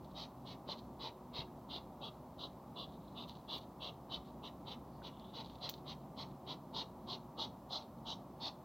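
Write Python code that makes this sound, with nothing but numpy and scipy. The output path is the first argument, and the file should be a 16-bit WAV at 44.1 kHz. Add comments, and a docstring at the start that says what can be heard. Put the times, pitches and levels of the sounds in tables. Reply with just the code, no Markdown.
"""Garden at night: two hedgehogs circle each other, one huffing about three times a second.
Each huff is a jet of air through the nostrils, with a hollow puff under the hiss; thin sniffs come
between. Feet stir dry leaves and snap a twig, spines brush stems, soil and stems take soft knocks.
A fence and a flowerpot echo faintly over a distant rumble and machine hum."""
import sys
import numpy as np
from scipy import signal
from scipy.fft import rfft, irfft
from scipy.io import wavfile
from scipy.ndimage import map_coordinates

SR = 44100
rng = np.random.default_rng(int(sys.argv[2]) if len(sys.argv) > 2 else 0)


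def wav_out(sig):
    """Save sig, one row per channel (or a flat mono array), as 16-bit PCM at SR to the path in sys.argv[1]."""
    wavfile.write(sys.argv[1], SR, np.round(np.clip(np.atleast_2d(sig).T, -1, 1) * 32767).astype(np.int16))


N = 381024
TIME_S = np.arange(N) / SR
NOSTRIL_HZ = 3785  # centre of the nostril, whistle and sniff colours

# machine hum: harmonic number, level/dB
HUM_HARMONICS = [(1, -74.5), (2, -72), (3, -73), (4, -68.5), (5, -79.5), (6, -69)]
# feet in leaf litter: start t/s, end t/s, level/dB
FOOT_SHUFFLES = [(0.017, 0.127, -73.5), (.73, .8, -71), (2.92, 2.96, -76), (3.278, 3.3, -54.5),
                 (3.31, 3.41, -72), (3.557, 3.64, -65), (4.24, 4.31, -68), (5.44, 5.465, -62),
                 (5.48, 5.56, -60), (5.69, 5.78, -67), (6.25, 6.33, -78), (7.815, 7.84, -66)]
# leaves and twigs breaking: t/s, level/dB
CRACK_EVENTS = [(0.045, -49), (0.79, -45.5), (3.2944, -38.5), (3.352, -46), (5.1966, -48), (5.446, -46),
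                (5.4595, -46), (5.4972, -42), (5.69, -28), (5.696, -32.5), (5.7388, -37.5), (7.8233, -45)]
# huffs: start t/s, length/s, hiss level/dB, nostril resonance f/Hz
HUFF_EVENTS = [(0.162, 0.089, -50.5, 3980), (0.467, 0.076, -56, 3840), (0.691, 0.043, -46, 3880),
               (1.012, 0.077, -49, 3910), (1.348, 0.073, -46.5, 3880), (1.706, 0.081, -49, 3770),
               (2.025, 0.067, -50.5, 3610), (2.398, 0.067, -50, 3780), (2.772, 0.08, -50, 3670),
               (3.168, 0.08, -52.5, 3590), (3.496, 0.078, -45, 3720), (3.818, 0.08, -48, 3550),
               (4.114, 0.056, -46.5, 3680), (4.442, 0.049, -52.5, 3500), (4.675, 0.07, -52, 3720),
               (5.041, 0.049, -54, 3700), (5.348, 0.073, -52.5, 3870), (5.625, 0.055, -46.5, 3900),
               (5.875, 0.056, -50.5, 3820), (6.183, 0.057, -49.5, 3930), (6.481, 0.057, -48.5, 3740),
               (6.753, 0.074, -43, 3880), (7.089, 0.068, -45.5, 3830), (7.392, 0.064, -43, 3830),
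               (7.715, 0.073, -44.5, 3930), (8.07, 0.069, -46.5, 3730), (8.417, 0.074, -45, 4060)]
# sharp edge of an ordinary huff over the scene: t/s, level/dB
EDGE_CURVE = [(0.15, -64.5), (1.9, -76), (2.4, -72), (2.8, -78), (3.9, -71), (5.5, -66.5), (7.1, -68),
              (8.1, -61), (8.45, -66)]
# rasp of an ordinary huff over the scene: t/s, level/dB
RASP_CURVE = [(0, -64), (1.5, -58), (2.1, -83), (2.8, -82), (3.3, -67), (3.9, -69), (4.8, -61),
              (6.3, -61.5), (8.1, -72.5), (8.45, -62)]
# resonances behind the nostrils: f/Hz, width/Hz, level/dB re puff
CAVITY_MODES = [(617, 48, -14), (889, 48, -7.5), (1126, 41, -15)]
# knocks on soil and stems: t/s, f/Hz, level/dB, T60/s
KNOCK_EVENTS = [(0.69, 630, -33, 0.016), (1.39, 147, -32.5, .03), (1.478, 1660, -68, .06),
                (5.019, 1490, -53.5, 0.04)]
# sniffs: start t/s, end t/s, level/dB, resonance f/Hz
SNIFF_EVENTS = [(2.87, 2.97, -75, 3900), (3.01, 3.145, -76.5, 3970), (4.89, 5.0, -81, 4560),
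                (5.117, 5.345, -70.5, 3480), (5.25, 5.353, -71, 3800)]
# spines on stems: start t/s, end t/s, level/dB
SPINE_BRUSHES = [(3.283, 3.303, -69), (3.515, 3.605, -77), (3.552, 3.575, -76), (5.735, 5.775, -82)]

# colours (relative spectra): f/Hz, level/dB
NIGHT_COLOUR = [(20, -41), (38, -17), (58, 0.5), (90, -6.5), (140, 0), (245, 0.5), (440, -11), (600, -6.5),
                (950, -7.5), (1170, -13.5), (1530, -29.5), (2600, -36), (3900, -36), (5500, -39),
                (8800, -42.5), (15500, -36.5)]  # night air
RUB_COLOUR = [(1500, -30), (2500, -18), (3100, -8.5), (3850, -3.5), (4450, -6.5), (5000, -19),
              (6300, -23.5), (8000, -40)]  # leaves rubbing
LEAF_COLOUR = [(600, -32), (1600, -21), (2500, -24), (3150, -12.5), (3950, -3), (4550, -9.5), (5200, -23),
               (6300, -31), (8000, -52), (15000, -40)]  # leaf breaking
BRITTLE_COLOUR = [(4500, -24), (6200, -8), (7600, -27), (9000, -34), (12500, -19), (14000, -8), (15100, -4),
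                  (16500, -8)]  # top of a crack
NOSTRIL_COLOUR = [(2100, -34), (2550, -35), (2820, -5), (3250, 0), (3950, 4), (4550, -5), (5000, -11),
                  (5800, -35.5), (7000, -38)]  # nostril hiss
WHISTLE_COLOUR = [(3200, -40), (3660, -14), (3780, 5), (3900, -13), (4400, -46)]  # nostril whistle
EDGE_COLOUR = [(4200, -21), (5200, 5.5), (6000, 3.5), (6500, -4), (7200, -16), (9000, -28)]  # sharp edge of a huff
AIRY_COLOUR = [(7500, -7.5), (10000, -9.5), (12500, 0), (14000, -2), (15500, 0.5)]  # top of huffs and brushing spines
PUFF_COLOUR = [(42, -32), (80, -17), (180, 0), (450, -1), (650, -2), (920, 2), (1150, -2), (1400, -14),
               (1750, -31), (2500, -51)]  # hollow puff
RASP_COLOUR = [(1250, -14), (1600, -2.5), (1780, 1.5), (2050, 6.5), (2400, 5), (2900, 10), (4000, -20)]  # closing airway
SNIFF_COLOUR = [(2500, -29), (3150, -8), (3500, -4), (3780, 1), (4100, -8), (4500, -14), (5400, -32)]  # slow air in the nostrils
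FIBRE_COLOUR = [(3000, -4), (4500, -2), (6300, 3), (8500, -19), (11000, -6), (15500, -6)]  # wood fibres tearing


def undb(db):
    """Decibels to gain."""
    return 10 ** (np.asarray(db) / 20)


def unit(x):
    """Scale to rms 1."""
    return x / np.sqrt(np.mean(x ** 2))


def colour_db(colour, hz):
    """Colour on a log axis; -20 dB/octave beyond its ends."""
    knot_hz, db = np.transpose(colour)
    octave, knots = np.log2(np.maximum(hz, 1)), np.log2(knot_hz)
    return np.interp(octave, knots, db) - 20 * np.abs(octave - np.clip(octave, knots[0], knots[-1]))


def noise(colour, size, shift=1):
    """Coloured noise, rms 1, frequencies times shift."""
    gain = undb(colour_db(colour, np.fft.rfftfreq(size, 1 / SR) / shift))
    return unit(irfft(rfft(rng.standard_normal(size)) * gain, size))


def ring(colour, size=1024):
    """Minimum-phase impulse response of a colour, peak 1."""
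    cepstrum = irfft(np.log(undb(colour_db(colour, np.fft.rfftfreq(size, 1 / SR)))))
    cepstrum[1:size // 2] *= 2
    cepstrum[size // 2 + 1:] = 0
    response = irfft(np.exp(rfft(cepstrum)))
    return response / np.abs(response).max()


def walk(rate_hz, size):
    """Smooth random wander, spread 1."""
    steps = np.arange(size) * rate_hz / SR
    return map_coordinates(rng.standard_normal(4096), [steps], order=1, mode="wrap") * np.sqrt(3 / 2)


def add(track, start_s, sound):
    """Mix a sound into a track."""
    i = max(int(start_s * SR), 0)
    part = sound[:max(N - i, 0)]
    track[i:i + len(part)] += part


def gate(t, length_s, rise_s, fall_s):
    """Soft envelope, open from t = 0 to length_s."""
    return (1 + np.tanh(t / rise_s)) * (1 - np.tanh((t - length_s) / fall_s)) / 4


def far_tone(hz, db, waver_db=2.5, drift_hz=3.235):
    """Distant tone, wavering on its way through the air."""
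    phase = 2 * np.pi * np.cumsum(hz + drift_hz * walk(18, N)) / SR
    return np.sqrt(2) * undb(db + waver_db * walk(9, N)) * np.sin(phase)


def night(air_db=-53.5, hum_hz=60.83, drone_hz=143.8, crest_s=6.21, rise_s=1.5, fall_s=.6):
    """Steady air and machine hum; something far off swells once, lifting rumble and a drone."""
    air = undb(air_db) * noise(NIGHT_COLOUR, N)
    low = signal.sosfiltfilt(signal.butter(2, 420, fs=SR, output="sos"), air)
    swell = np.exp(np.minimum((TIME_S - crest_s) / rise_s, (crest_s - TIME_S) / fall_s))
    rumble = low * undb(-.13 + swell + 1.06 * walk(8, N))
    wander_db = 1.4 * walk(1.5, N)
    hum = sum(far_tone(k * hum_hz, db + wander_db) for k, db in HUM_HARMONICS)
    drone = far_tone(drone_hz, -74 + 14.5 * swell)
    return air - low + rumble + hum + drone


def scrape(spans, colour, grains_per_s, spread_db, jerk_db, idle_db):
    """Dense tiny clicks in jerks, rising from an idle level in each span."""
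    sizes = undb(spread_db * np.minimum(rng.exponential(size=N), 4)) * rng.choice([-1, 1], N)
    grains = sizes * (rng.random(N) < grains_per_s / SR)
    friction = signal.fftconvolve(grains, ring(colour))[:N] * undb(jerk_db * walk(70, N))
    motion = sum(undb(db) * gate(TIME_S - start, end - start, .014, .023) for start, end, db in spans)
    return unit(friction) * (undb(idle_db) + motion)


def feet():
    """Feet rub dry leaves."""
    return scrape(FOOT_SHUFFLES, RUB_COLOUR, grains_per_s=3200, spread_db=4, jerk_db=4.5, idle_db=-90)


def cracks(size=4096, wood_break_db=-38, crumble_s=.0072):
    """Breaks underfoot: one click, then a short crumble."""
    out, t = np.zeros(N), np.arange(size) / SR
    for start_s, db in CRACK_EVENTS:
        top_db = -33 + 2.1 * max(db - wood_break_db, 0)  # brighter once wood gives way
        click = undb(db - 3) * ring(LEAF_COLOUR) + undb(db + top_db) * ring(BRITTLE_COLOUR)
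        crumble = undb(db - 16) * noise(RUB_COLOUR, size) * np.exp(-t / crumble_s)
        add(out, start_s + .00098, click)
        add(out, start_s + .001007, crumble)
    return out


def nostril_hiss(hz, t, sag=.0251, crest_width_s=.035, wander=.00792, whistle_db=-10):
    """Hiss and a randomly tuned whistle; resonances rise with pressure, cresting at t = 0."""
    size, shift = len(t), hz / NOSTRIL_HZ
    whistle = noise(WHISTLE_COLOUR, size, shift * np.exp(.15 * rng.uniform(-1.25, 1)))
    hiss = unit(noise(NOSTRIL_COLOUR, size, shift) + undb(whistle_db) * whistle)
    speed = 1 + sag * (np.exp(-(t / crest_width_s) ** 2) - .7) + wander * walk(39.6, size)
    return map_coordinates(hiss, [np.cumsum(speed)], order=3, mode="wrap")


def hollow_puff(size):
    """Broad puff plus narrow modes of the cavity behind the nostrils."""
    puff, modes = noise(PUFF_COLOUR, size), np.zeros(size)
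    for hz, width_hz, db in CAVITY_MODES:
        resonator = signal.iirpeak(hz, hz / width_hz, fs=SR)
        modes += undb(db) * unit(signal.lfilter(*resonator, rng.standard_normal(size)))
    return puff + signal.sosfilt(signal.butter(4, 1300, fs=SR, output="sos"), modes)


def huffs(size=12288, lead_s=.06, usual_db=-48.5, usual_length_s=.068, flutter_hz=240, bounce=.35):
    """Sharp jets of air: turbulence rings nostrils and cavity; every part grows with effort."""
    out, t = np.zeros(N), np.arange(size) / SR - lead_s
    for start_s, length_s, db, hz in HUFF_EVENTS:
        effort_db = db - usual_db
        # pressure arches, peaking early or late; moist nostrils flutter
        lean_db = .97 * rng.uniform(-1, 1)
        progress = np.clip(2 * t / length_s - 1, -1, 1)
        pressure = undb(lean_db * progress - 2.5 * progress ** 2)
        jet = pressure * undb(.98 * walk(flutter_hz, size))
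        hiss = undb(db + .7) * nostril_hiss(hz, t - length_s / 2)
        hiss *= gate(t + .0061, length_s + .006, .01, .01)
        # the edge needs full pressure, so starts later
        edge_db = np.interp(start_s, *np.transpose(EDGE_CURVE)) + .74 * effort_db
        edge = undb(edge_db) * noise(EDGE_COLOUR, size)
        airy = undb(-77.5 + .3 * effort_db) * noise(AIRY_COLOUR, size)
        top = (edge + airy) * gate(t, length_s + .0099, .013, .02)
        # short huffs puff harder
        puff_db = -52.5 + .59 * effort_db - 43 * (length_s - usual_length_s)
        puff = undb(puff_db) * hollow_puff(size) * gate(t + .017, length_s + .035, .0096, .024)
        puff *= undb(walk(328.3, size) - .13)  # sputter
        # rasp comes last, as the airway closes
        rasp_db = np.interp(start_s, *np.transpose(RASP_CURVE)) + .53 * effort_db
        rasp = undb(rasp_db) * noise(RASP_COLOUR, size) * gate(t - .005, length_s + .0056, .023, .014)
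        huff = jet * (hiss + top + puff) + rasp
        # soil bounce varies as the snout moves
        lag = int(SR * rng.uniform(.0008, .003))
        add(out, start_s - lead_s, (huff + bounce * np.roll(huff, lag)) / np.hypot(1, bounce))
    return out


def knocks(size=4096):
    """Soft, quickly damped knocks on soil and stems."""
    out, t = np.zeros(N), np.arange(size) / SR
    for start_s, hz, db, t60_s in KNOCK_EVENTS:
        add(out, start_s, undb(db) * np.sin(2 * np.pi * hz * t) * np.exp(-np.log(1000) * t / t60_s))
    return out


def sniffs(flutter_db=3, flutter_hz=110):
    """Slow, halting air sounds only the middle of the nostril resonance."""
    out = np.zeros(N)
    for start_s, end_s, db, hz in SNIFF_EVENTS:
        flow = undb(db) * gate(TIME_S - start_s, end_s - start_s, .033, .018)
        out += flow * noise(SNIFF_COLOUR, N, hz / NOSTRIL_HZ)
    return out * undb(flutter_db * walk(flutter_hz, N))


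def spines():
    """Spines brush stems."""
    return scrape(SPINE_BRUSHES, AIRY_COLOUR, grains_per_s=3500, spread_db=0, jerk_db=7, idle_db=-100)


def twig_snap(start_s=5.6957, snap_db=-23, fibre_db=-53, splinter_db=-52, size=4096):
    """One twig breaks through: very high click, tearing fibres, splinters."""
    out, t = np.zeros(N), np.arange(size) / SR
    click = undb(snap_db) * ring(BRITTLE_COLOUR)
    fibres = undb(fibre_db) * noise(FIBRE_COLOUR, size) * np.exp(-t / .013)
    splinter_decay = np.exp(-t / .0098) + .11 * np.exp(-t / .04)
    splinters = undb(splinter_db) * noise(BRITTLE_COLOUR, size) * splinter_decay
    add(out, start_s, click)
    add(out, start_s, fibres + splinters)
    return out


def garden_echo(dry, size=16384, wet_db=-15, t60_s=.22, delay_s=.004):
    """Thin, short scatter off fence, stems and pot."""
    t = np.arange(size) / SR
    tail = rng.standard_normal(size) * np.exp(-np.log(1000) * t / t60_s) * (t > delay_s)
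    return dry + undb(wet_db) * signal.fftconvolve(dry, tail / np.linalg.norm(tail))[:N]


def scene():
    """Hedgehogs and echo over the night air, all centred."""
    hedgehogs = huffs() + sniffs() + cracks() + twig_snap() + feet() + spines() + knocks()
    mono = garden_echo(hedgehogs) + night()
    return np.array([mono, mono])


def record(dry, hiss_db=-83, low_cut_hz=36, high_cut_hz=16000):
    """Recorder: bass cut, faint wide treble hiss, steep top cut."""
    side = undb(hiss_db) * noise([(3000, -6.5), (7000, -4.5), (15500, -3.5)], N)
    thin = signal.sosfilt(signal.butter(2, low_cut_hz, "high", fs=SR, output="sos"), dry)
    lowpass = signal.ellip(10, .2, 70, high_cut_hz, fs=SR, output="sos")
    return signal.sosfilt(lowpass, thin + np.array([side, -side]))


dry = scene()
out = record(dry)
wav_out(out)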